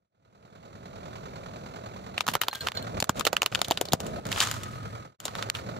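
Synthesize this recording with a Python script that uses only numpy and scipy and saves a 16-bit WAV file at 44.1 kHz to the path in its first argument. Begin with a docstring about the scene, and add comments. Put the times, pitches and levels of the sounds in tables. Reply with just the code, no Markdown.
"""An idling four-cylinder car engine fades in, rumbling and clattering. From about 2.2 s a tyre rolls
over a hollow plastic toy: the shell cracks, creaks and crunches, ringing in its modes, the tyre thuds
down, and a shard skitters off over the asphalt. The engine's level dips behind the cracks and jumps
back; everything fades out briefly near 5.2 s. Heard from the ground by two spaced microphone ports."""
import sys
import numpy as np
from scipy import signal
from scipy.fft import rfft, irfft, next_fast_len
from scipy.io import wavfile
from scipy.ndimage import uniform_filter1d

SR = 44100
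rng = np.random.default_rng(int(sys.argv[2]) if len(sys.argv) > 2 else 0)


def unload_wav(signal):
    """Save mono or channel-first audio to the path in sys.argv[1] as 16-bit WAV at rate SR, clipped to [-1, 1]."""
    wavfile.write(
        sys.argv[1],
        SR,
        np.round(np.clip(np.atleast_2d(signal).T, -1, 1) * 32767).astype(np.int16),
    )


N = 255339
TIME_S = np.arange(N) / SR


def from_db(db):
    """Level to amplitude gain."""
    return 10 ** (np.asarray(db) / 20)


def unit_rms(x):
    """Scale to rms 1."""
    return x / np.sqrt(np.mean(x ** 2) + 1e-20)


def curves(rows):
    """Interpolate rows of (seconds, values..) to every sample."""
    times_s, *columns = np.transpose(rows)
    return [np.interp(TIME_S, times_s, column) for column in columns]


def db_at(spectrum, hz):
    """Read rows of (Hz, dB) on a log frequency axis."""
    points_hz, points_db = np.transpose(spectrum)
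    return np.interp(np.log(hz), np.log(points_hz), points_db)


def nearness(hz, centre_hz, log_width):
    """Bell curve on log frequency, 1 at the centre."""
    return np.exp(-(np.log(hz / centre_hz) / log_width) ** 2)


def ring(force, hz, t60_s):
    """One damped mode: a unit click rings at height 1."""
    r = from_db(-60 / (t60_s * SR))
    w = 2 * np.pi * min(hz, .45 * SR) / SR
    denormal_guard = 1e-18 * (np.arange(force.shape[-1]) % 3)
    return signal.lfilter([1, 0, -1], [1, -2 * r * np.cos(w), r * r], force + denormal_guard) / 2


def swell(clicks, rise_s):
    """Spread each click into a soft rise and fall."""
    r = np.exp(-1 / (rise_s * SR))
    return signal.lfilter([1], [1, -2 * r, r * r], clicks)


def stereo_noise(shape, correlation):
    """Left and right white noise with a shared part."""
    mid, side = rng.standard_normal((2, 1) + shape)
    correlation = np.clip(correlation, 0, 1)
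    mid, side = np.sqrt(1 + correlation) * mid, np.sqrt(1 - correlation) * side
    return np.concatenate([mid + side, mid - side]) / np.sqrt(2)


# Engine timing. Each row: start in seconds, time of one loudest knock in seconds, cycle in seconds.
FIRING_CYCLES = [(0, .953, .1008), (2.6, 2.766, .1008), (4.0, 4.056, .1008), (4.6, 4.851, .098),
                 (5.2, 5.686, .1008)]
# Each entry: one cylinder's level in dB, in firing order.
CYLINDER_LEVELS_DB = [0, -6, -8, -3.5]

def firings():
    """One click per firing, four to a cycle, slightly uneven in time and strength."""
    train = np.zeros(N)
    ends_s = [row[0] for row in FIRING_CYCLES[1:]] + [N / SR]
    for (start_s, knock_s, cycle_s), end_s in zip(FIRING_CYCLES, ends_s):
        step_s = cycle_s / 4
        k = np.arange(np.ceil((start_s - knock_s) / step_s), (end_s - knock_s) / step_s - 1).astype(int)
        jitter_s, scatter_db = (rng.standard_normal((len(k), 2)) * [.0008, .7]).T
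        at = ((knock_s + k * step_s + jitter_s) * SR).astype(int)
        train[np.clip(at, 0, N - 1)] = from_db(np.array(CYLINDER_LEVELS_DB)[k % 4] + scatter_db)
    return train


# Each row: frequency in Hz, left minus right in dB.
ENGINE_BALANCE = [(60, -3), (180, -1), (550, -0.5), (1650, -9), (4970, -9), (15000, -5.5)]
ENGINE_CORRELATION, ENGINE_LAG_SAMPLES = 0.85, 22

def engine_colour(noise, spectrum):
    """Lay a spectrum and the engine's stereo balance on noise; rms 1."""
    size = next_fast_len(N, True)
    hz = np.maximum(np.fft.rfftfreq(size, 1 / SR), 1)
    balance_db = db_at(ENGINE_BALANCE, hz) / 2 * [[1], [-1]]
    shaped = rfft(noise, size) * from_db(db_at(spectrum, hz) + balance_db)
    return unit_rms(irfft(shaped, size)[:, :N])


# Each row: frequency in Hz, relative spectral density in dB.
RUMBLE_SPECTRUM = [(15, -53.5), (25, -7.5), (87, 0), (193, 1), (277, -10.5), (668, -1.5), (784, -12.5),
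                   (1460, -20), (1610, -41), (2310, -45), (3000, -44), (3900, -67), (6600, -120)]

def rumble(throb):
    """Low noise that throbs gently with the firings."""
    noise = stereo_noise((N,), ENGINE_CORRELATION)
    return from_db(-3.5) * engine_colour(noise * (1 + 0.17 * throb), RUMBLE_SPECTRUM)


# Each row: frequency in Hz, relative spectral density in dB.
CLATTER_SPECTRUM = [(240, -38), (400, -2.5), (669, 0), (899, -3.5), (1460, -6), (1620, -14), (2360, -17),
                    (3120, -19.5), (4190, -16.5), (5640, -27), (7010, -20.5), (8450, -39.5), (14600, -38),
                    (15500, -41), (16500, -85)]

def clatter(train, throb):
    """Metallic noise in bursts; the treble follows mainly the loudest knock."""
    knock = unit_rms(swell(train ** 2, rise_s=.007))
    metal = stereo_noise((N,), ENGINE_CORRELATION)
    treble = signal.sosfilt(signal.butter(2, 5200, "high", fs=SR, output="sos"), metal)
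    bursts = (metal - treble) * (0.54 + 0.5 * throb + 0.5 * knock) + treble * (1.02 + 0.63 * knock)
    return from_db(-9.5) * engine_colour(bursts, CLATTER_SPECTRUM)


# Each row: frequency in Hz, nominal width in Hz, relative level in dB, exponent on the drive.
PIPE_MODES = [(110.5, 29.5, -12, 1.21), (182.7, 86, -11, 0.052), (1252, 45, -22, 1.47)]

def exhaust(train, throb, drive):
    """Gas flow and firings ring the pipe: low modes hum on, high ones chug."""
    flow, out = stereo_noise((N,), ENGINE_CORRELATION), 0
    for hz, width_hz, db, exponent in PIPE_MODES:
        puffs = flow * (1.5 + hz / 500 * throb) + 8 * train
        out += from_db(db) * drive ** exponent * unit_rms(ring(puffs, hz, 2.84 / width_hz))
    return out


# Each row: frequency in Hz, nominal width in Hz, relative level in dB, cylinder contrast exponent.
BLOCK_MODES = [(1400, 300, -24, 2.2), (2300, 350, -29, .5), (3950, 240, -35, 1.8)]

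def engine_block(train):
    """Each firing is a short rasp coloured by the block's resonances."""
    out = 0
    for hz, width_hz, db, contrast in BLOCK_MODES:
        rasp = swell(train ** contrast, rise_s=.0028) * stereo_noise((N,), ENGINE_CORRELATION)
        out += from_db(db) * unit_rms(ring(rasp, hz, 2.5 / width_hz))
    return out


# Each row: start in seconds, end in seconds, depth at mid-dip in dB.
LEVEL_DIPS = [(2.165, 2.278, 7), (2.37, 2.414, 14), (2.417, 2.553, 13.5), (2.558, 2.609, 15.5),
              (2.672, 2.749, 10.5), (2.995, 3.101, 17.5), (3.098, 3.156, 15), (3.208, 3.334, 11),
              (3.339, 3.42, 11), (3.426, 3.516, 15.5), (3.512, 3.62, 3), (3.634, 3.68, 9.5),
              (3.7, 3.721, 14), (3.707, 3.824, 9), (3.816, 3.92, 8.5), (3.954, 3.997, 11), (4.2, 4.252, 10),
              (5.491, 5.542, 11)]
SAG_DB_PER_S = 34

def level_dips():
    """Attenuation in dB: each dip deepens as it lasts, then the level jumps back."""
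    dip_db = np.zeros(N)
    for start_s, end_s, depth_db in LEVEL_DIPS:
        inside = (TIME_S >= start_s) & (TIME_S < end_s)
        dip_db += inside * (depth_db + SAG_DB_PER_S * (TIME_S - (start_s + end_s) / 2))
    return uniform_filter1d(dip_db, size=90)


# Each row: time in seconds, overall gain in dB, extra clatter and block gain in dB, exhaust drive in dB.
ENGINE_LEVELS = [(0, -40, 4, 6), (.8, -41, 4.5, -0.5), (2.15, -41, 4.5, 0.5), (2.75, -38, 7.5, 1),
                 (2.9, -36, 2, 2.5), (3.0, -29, -1.5, -9), (3.18, -32, -1, 1), (3.6, -37, 5, 1),
                 (4.0, -32, -4, -9), (4.2, -33.5, -1.5, 3), (4.27, -34, -0.5, 3.5), (4.65, -47, 8.5, 16.5),
                 (5.05, -46.5, 9.5, 13), (5.25, -49.5, 11, 7), (5.4, -42.5, 13, 10.5), (5.6, -43.5, 9, 9),
                 (5.7, -36, 2.5, -1)]

def engine(dip_db):
    """The engine as the car rolls; clatter, block and exhaust dip less than the rumble."""
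    gain_db, clatter_db, drive_db = curves(ENGINE_LEVELS)
    train = firings()
    throb = unit_rms(swell(train, rise_s=.0048))
    low, metal = rumble(throb), clatter(train, throb)
    pipe = exhaust(train, throb, drive=from_db(drive_db + 0.11 * dip_db))
    metal = from_db(clatter_db + 0.31 * dip_db) * (metal + engine_block(train))
    left, right = from_db(gain_db - dip_db) * (low + metal + pipe)
    return np.array([np.roll(left, ENGINE_LAG_SAMPLES), right])  # the right port is nearer


# Each row: frequency in Hz, left minus right in dB.
TOY_BALANCE = [(60, 2.5), (180, 1), (550, 0.0), (1650, -1), (4970, 0.5), (15000, 4)]

def toy_ports(hz):
    """Correlation and gains at the two ports for a sound from the toy."""
    return .7 - hz / 15000, from_db(db_at(TOY_BALANCE, hz) / 2 * np.array([[1], [-1]]))


def strikes(times_s, levels_db, modes, weight_db, snap_s, rattle_s, rattle_db, pan_db=0, size=1500):
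    """Each blow, a short snap with a grainy rattle, drives every mode with its own strength."""
    count, lead = len(times_s), 220  # samples ahead of the snap
    t, hit = (np.arange(size) - lead) / SR, slice(lead, lead + 500)
    grain = from_db(4 * np.minimum(rng.exponential(1, (count, size)), 4) - 8)
    rattle = from_db(rattle_db).reshape(-1, 1) * np.exp(-np.maximum(t / rattle_s, -t / 0.0012)) * grain
    snap = np.maximum(t, 0) / snap_s * np.exp(1 - t / snap_s)
    snap *= np.sqrt(np.sum(snap ** 2)) / np.sum(snap)
    sides, out = np.array([[[1]], [[-1]]]), np.zeros((2, N))
    for hz, mode_db, t60_s in modes:
        correlation, port_gains = toy_ports(hz)
        phase, polarity, scatter = rng.standard_normal((count, 3)).T
        skew = np.arccos(np.clip(correlation, 0, 1)) / 2 * phase[:, None] * sides  # ports out of step
        blows = stereo_noise(rattle.shape, correlation) * rattle / (1 + hz / 6000)
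        carrier = np.sign(polarity[:, None]) * np.cos(2 * np.pi * hz * t[hit] + skew)
        blows[..., hit] += 2 * snap[hit] * carrier
        blows *= from_db(sides * pan_db / 2)
        gains = from_db(levels_db + mode_db + weight_db(hz) + 1.86 * scatter)
        force = np.zeros((2, N + 2 * size))
        for k, start_s in enumerate(times_s):
            at = int(start_s * SR + 12 * abs(polarity[k]))  # modes start slightly apart
            force[:, at:at + size] += gains[k] * blows[:, k]
        out += port_gains * ring(force[:, lead:N + lead], hz, t60_s)
    return out


# Each row: start in seconds, relative level in dB.
TYRE_DROPS = [(2.286, -21), (2.352, -24), (3.024, -20), (3.094, -12.5), (3.922, -23), (3.935, -13.5)]
# Each row: frequency in Hz, relative level in dB, t60 in seconds.
TYRE_MODES = [(115, 2, 0.017), (246, 0, 0.019)]

def tyre_thuds():
    """The tyre drops a little as the toy gives way."""
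    times_s, levels_db = np.transpose(TYRE_DROPS)
    return strikes(times_s, levels_db, TYRE_MODES, lambda hz: -21,
                   snap_s=0.00066, rattle_s=.005, rattle_db=-30)


def creak(peak_s=4.184, sigma_s=0.0081, sweep_hz=(520, 848), peak_db=-35):
    """The squeezed shell slips on the rubber, quicker and quicker."""
    sigmas = (TIME_S - peak_s) / sigma_s
    hz = np.interp(sigmas, [-2, 2], sweep_hz)
    return from_db(peak_db) * np.exp(-sigmas ** 2 / 2) * np.sin(2 * np.pi * np.cumsum(hz) / SR)


# Each row: start in seconds, relative level in dB, favoured frequency in Hz.
SHARD_LANDINGS = [(2.511, -34.5, 4270), (2.549, -25, 3340), (2.607, -25, 4230), (2.751, -29, 14300),
                  (2.771, -23.5, 4270), (2.824, -29.5, 8300)]
# Each row: frequency in Hz, relative level in dB, t60 in seconds.
SHARD_MODES = [(1591, -9, 0.16), (2980, -12, 0.043), (3323, -6, .03), (3680, -9, 0.055), (4200, -2, 0.044),
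               (7050, -5, 0.018), (8360, -10.5, 0.014), (12480, -10, .006), (14400, -3, 0.0091)]

def shard():
    """A loose shard bounces on asphalt, ringing longer than the shell; each landing favours one mode."""
    times_s, levels_db, favoured_hz = np.transpose(SHARD_LANDINGS)
    weight_db = lambda hz: -22 + 9 * nearness(hz, favoured_hz, log_width=.08)
    return strikes(times_s, levels_db, SHARD_MODES, weight_db,
                   snap_s=0.00032, rattle_s=0.013, rattle_db=-8, size=2600)


# The toy's shell. Each row: frequency in Hz, relative level in dB, t60 in seconds.
SHELL_MODES = [(381, -5, 0.013), (555, -3, 0.01), (714, -4, 0.014), (1005, 1, 0.0055), (1298, -1, 0.0061),
               (1763, 1.5, 0.0027), (2487, 6, 0.0014), (3010, 0.5, 0.004), (3594, 1, 0.0036),
               (4360, 5, 0.0018), (5180, -0.5, 0.0023), (6310, 0, 0.0021), (7056, 6.5, 0.0018),
               (9060, -1.5, 0.0016), (10750, 0, 0.00095), (12300, -4.5, 0.0033), (14360, 1.5, 0.0018)]
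# Each row: time in seconds, gain of the shell's modes above 10 kHz in dB.
SHELL_TREBLE = [(2.2, -11), (2.3, 3.5), (2.5, 8), (2.7, -0.5), (3.9, -3.5), (4.3, -4.5), (4.6, -5),
                (5.5, -3)]
# Each row: peak time in seconds, level in dB, 1/e fall time in seconds.
CRUNCH_BURSTS = [(2.297, -33.5, .015), (2.45, -48, 0.029), (2.555, -32, 0.021), (2.615, -45, 0.073),
                 (3.176, -42, 0.045), (3.53, -45.5, 0.078), (3.651, -46, 0.03), (3.73, -44, 0.032),
                 (3.869, -50, 0.039), (4.03, -51.5, 0.16), (4.33, -37.5, 0.048), (4.385, -33, .03),
                 (4.425, -21.5, 0.016), (4.49, -40, 0.13), (5.26, -42, 0.036), (5.38, -45, 0.031),
                 (5.56, -41.5, 0.03)]

def crunch(dip_db):
    """Small fractures, scraping and grit under the tyre: random clicks ring the shell's upper modes."""
    level = sum(from_db(db) * np.exp(-np.maximum((TIME_S - s) / fall_s, (s - TIME_S) / (.45 * fall_s)))
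                for s, db, fall_s in CRUNCH_BURSTS)
    clicks_per_s = 500 + 2200 * (level / from_db(-42)) ** .6  # harder crushing, denser clicks
    sizes = from_db(3 * np.minimum(rng.exponential(1, N), 4)) / np.sqrt(clicks_per_s)
    is_click = rng.random(N) < clicks_per_s / SR
    treble_gain = from_db(curves(SHELL_TREBLE)[0])
    out, max_clicks = 0, N // 16
    for hz, db, t60_s in SHELL_MODES[3:]:
        correlation, port_gains = toy_ports(hz)
        strengths = from_db(3 * rng.standard_normal(max_clicks)) * stereo_noise((max_clicks,), correlation)
        clicks = np.zeros((2, N))
        clicks[:, is_click] = sizes[is_click] * strengths[:, :is_click.sum()]
        if hz > 10000:
            clicks *= treble_gain
        out += from_db(db) / (1 + hz / 16100) * port_gains * ring(clicks, hz, t60_s)
    return level * from_db(-0.73 * dip_db) * unit_rms(out)


# Each row: start in seconds, relative level in dB, offsets in dB for belly (low modes), walls (middle),
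# edge (high) and rattle, pitch of the breaking piece in Hz.
SHELL_CRACKS = [(2.179, -11, -12.5, -4, -25, -14, 2770), (2.207, -9.5, -18.5, -4, -3.5, -16, 970),
                (2.2666, -23, -8, -1.5, 4, -14, 1300), (2.2792, -16, -8.5, 2, -1, -13, 1167),
                (2.286, -12, -9, 4, -5, -12.5, 930), (2.337, -26, -11, 4, 3, -0.5, 3180),
                (2.3524, -12.5, -1.5, 5, -2, -15.5, 1090), (2.415, -13, -10, 4, 0, -8.5, 3230),
                (2.4346, -16.5, -19, -8, -15, -7, 1020), (2.4833, -10, -9.5, -9.5, -8.5, -16, 984),
                (2.53, -37.5, -4, 19.5, -3, -6.5, 1090), (2.5353, -32, -11, -6, -1, -7, 1020),
                (2.6704, -13, -17, -1.5, -13, -10.5, 1260), (2.685, -12, -16, -13, -8.5, -23, 1027),
                (2.7186, -24.5, -13, 4.5, -6, -23, 3300), (3.0021, -18.5, -6, -3, 6.5, -11.5, 4300),
                (3.025, -5.5, -3, -12, -8.5, -35, 830), (3.0419, -26.5, -12, 2.5, 10, -14.5, 1250),
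                (3.094, -14, -1.5, 7.5, 6.5, -16, 1080), (3.1955, -21, -4.5, -5, 5, -5.5, 1131),
                (3.2089, -16.5, -7, -1, -4, -14.5, 1263), (3.2517, -14, -3, -13, 4, -12, 3260),
                (3.2673, -9, -5.5, -7.5, -3, -7, 1230), (3.2727, -7.5, -7, -12, -7.5, -19, 1320),
                (3.3297, -20, 4.5, 6, 5, -10.5, 613), (3.3666, -14, -26, 8, -1.5, -18, 2900),
                (3.419, -10, -6, 5.5, -0.5, -17.5, 2690), (3.4303, -17, -1, -4, 0, -14, 1050),
                (3.461, -11, -6.5, 3, 4, -19.5, 2940), (3.5241, -24.5, 5, 0, -22, -16, 1270),
                (3.5487, -8.5, -12, -2.5, -5, -13, 3053), (3.5551, -14.5, -29, -2, -5, -32, 3600),
                (3.5913, -25.5, 0, 1, -4, -15, 1110), (3.6159, -5.5, -6.5, -9.5, -2.5, -19, 1296),
                (3.6462, -26, -26, -2, 0, -2, 3500), (3.6834, -29, 6, -16, 11, -22, 643),
                (3.7037, -23, -5, -11, -4, -18, 633), (3.71, -12.5, 9, -12, 4.5, -12, 618),
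                (3.7191, -15, -10, -7, -6.5, -22, 3140), (3.7739, -12.5, -7, -11, -10, -13.5, 4140),
                (3.8123, -17, 5.5, -4, 9.5, -12.5, 572), (3.854, -25.5, -3, -31, -2, -6, 598),
                (3.886, -23, 3, -40, -10, -15, 4520), (3.922, -14.5, -13.5, -32, -7, -5, 611),
                (3.933, -9.5, 2, -2.5, 8.5, -15, 766), (4.003, -22.5, -1.5, -17, 2.5, -7, 504),
                (4.0658, -40.5, -22, -14, 15, -1.5, 2886), (4.2535, -30, -21.5, 2, 1, -8, 1430),
                (4.267, -33.5, -12, -14, 12.5, -10, 517), (4.2887, -31, -18, -4, 0, -11, 1252),
                (4.317, -23, -36, 4.5, 2, -1.5, 1424), (4.3268, -8.5, -32, -16, -9.5, -30, 1485),
                (4.3616, -14.5, -36.5, -8, -28.5, -23, 1477), (4.3773, -21, -31, 9.5, -16, -14, 1400),
                (4.4033, -12, -4.5, -10, 8.5, -8, 3263), (4.4129, -11, -52, -1, -12, -6, 1210),
                (4.472, -24, -19.5, 3, 7, -12, 1240), (4.5131, -19.5, -19, 0, 7, -9, 1503),
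                (4.5394, -35.5, -17, 3.5, 10, 1.5, 1240), (4.6339, -32, -20, -3, 8, -5, 1276),
                (5.202, -25, -10, 6, 13.5, -15.5, 3120), (5.2539, -26.5, 5, -5, 13.5, -5.5, 3700),
                (5.2804, -22, -8, 0, -8, -14, 930), (5.3524, -18, -17, -1, -10, -11, 678.5),
                (5.4251, -13, -16, -8.5, -18, -9, 1520), (5.4993, -9.5, -29, -4.5, -2, -34, 1450),
                (5.5505, -22.5, -18, 4, -37, -7.5, 3100)]
LOWEST_BAND_CAP_DB, PIECE_RING_DB, PIECE_T60_CYCLES = 2.5, -3.5, 14

def cracks():
    """Each fracture strikes the shell's modes; the breaking piece's pitch stands out and rings on."""
    times_s, levels_db, belly_db, walls_db, edge_db, rattle_db, piece_hz = np.transpose(SHELL_CRACKS)
    lowest_db = np.minimum(belly_db, LOWEST_BAND_CAP_DB)
    top_db = edge_db + np.interp(times_s, *np.transpose(SHELL_TREBLE))
    bands_hz = [390, 600, 1400, 3300, 8000, 11000]
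    bands_db = np.column_stack([lowest_db, belly_db, walls_db, np.zeros(len(times_s)), edge_db, top_db])

    def weight_db(hz):
        shape_db = np.array([np.interp(np.log(hz), np.log(bands_hz), row) for row in bands_db])
        return shape_db + 9.5 * nearness(hz, piece_hz, log_width=.13) - 17.5

    pan_db = 3 * rng.standard_normal((len(times_s), 1))
    out = strikes(times_s, levels_db, SHELL_MODES, weight_db,
                  snap_s=0.00032, rattle_s=0.0073, rattle_db=rattle_db, pan_db=pan_db)
    t = np.arange(1500) / SR
    for k, (start_s, db, hz) in enumerate(zip(times_s, levels_db, piece_hz)):
        at = int(start_s * SR)
        ring_db = db + weight_db(hz)[k] + PIECE_RING_DB - 60 * t * hz / PIECE_T60_CYCLES
        out[:, at:at + len(t)] += from_db(ring_db) * np.sin(2 * np.pi * hz * t + [[0], [.6]])
    return out


# Each row: fade-out start, fade-out end, fade-in start, fade-in end, all in seconds.
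FADE_TIMES = [(-1.57, 0.13, 0.072, 1.106), (5, 5.172, 5.185, 5.225)]

def fades(exponent=1.64, floor_db=-61):
    """Overall gain: near silence at the start and again briefly near 5.2 s."""
    gain = 1
    for out_start, out_end, in_start, in_end in FADE_TIMES:
        falling = (out_end - TIME_S) / (out_end - out_start)
        rising = (TIME_S - in_start) / (in_end - in_start)
        gain *= np.clip(np.maximum(falling, rising), 0, 1)
    return gain ** exponent + from_db(floor_db)


def scene():
    """Engine, tyre and toy under the fades."""
    dip_db = level_dips()
    return (engine(dip_db) + cracks() + tyre_thuds() + shard() + creak() + crunch(dip_db)) * fades()


def record(dry):
    """The microphone drops the deepest bass, rounds the tallest peaks and cuts the top."""
    low_cut_hz, stopband_hz, ceiling = 45, 16900, .85
    thinned = signal.sosfilt(signal.butter(2, low_cut_hz, "high", fs=SR, output="sos"), dry)
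    rounded = ceiling * np.tanh(thinned / ceiling)
    return signal.sosfilt(signal.cheby2(12, 70, stopband_hz, fs=SR, output="sos"), rounded)


dry = scene()
out = record(dry)
unload_wav(out)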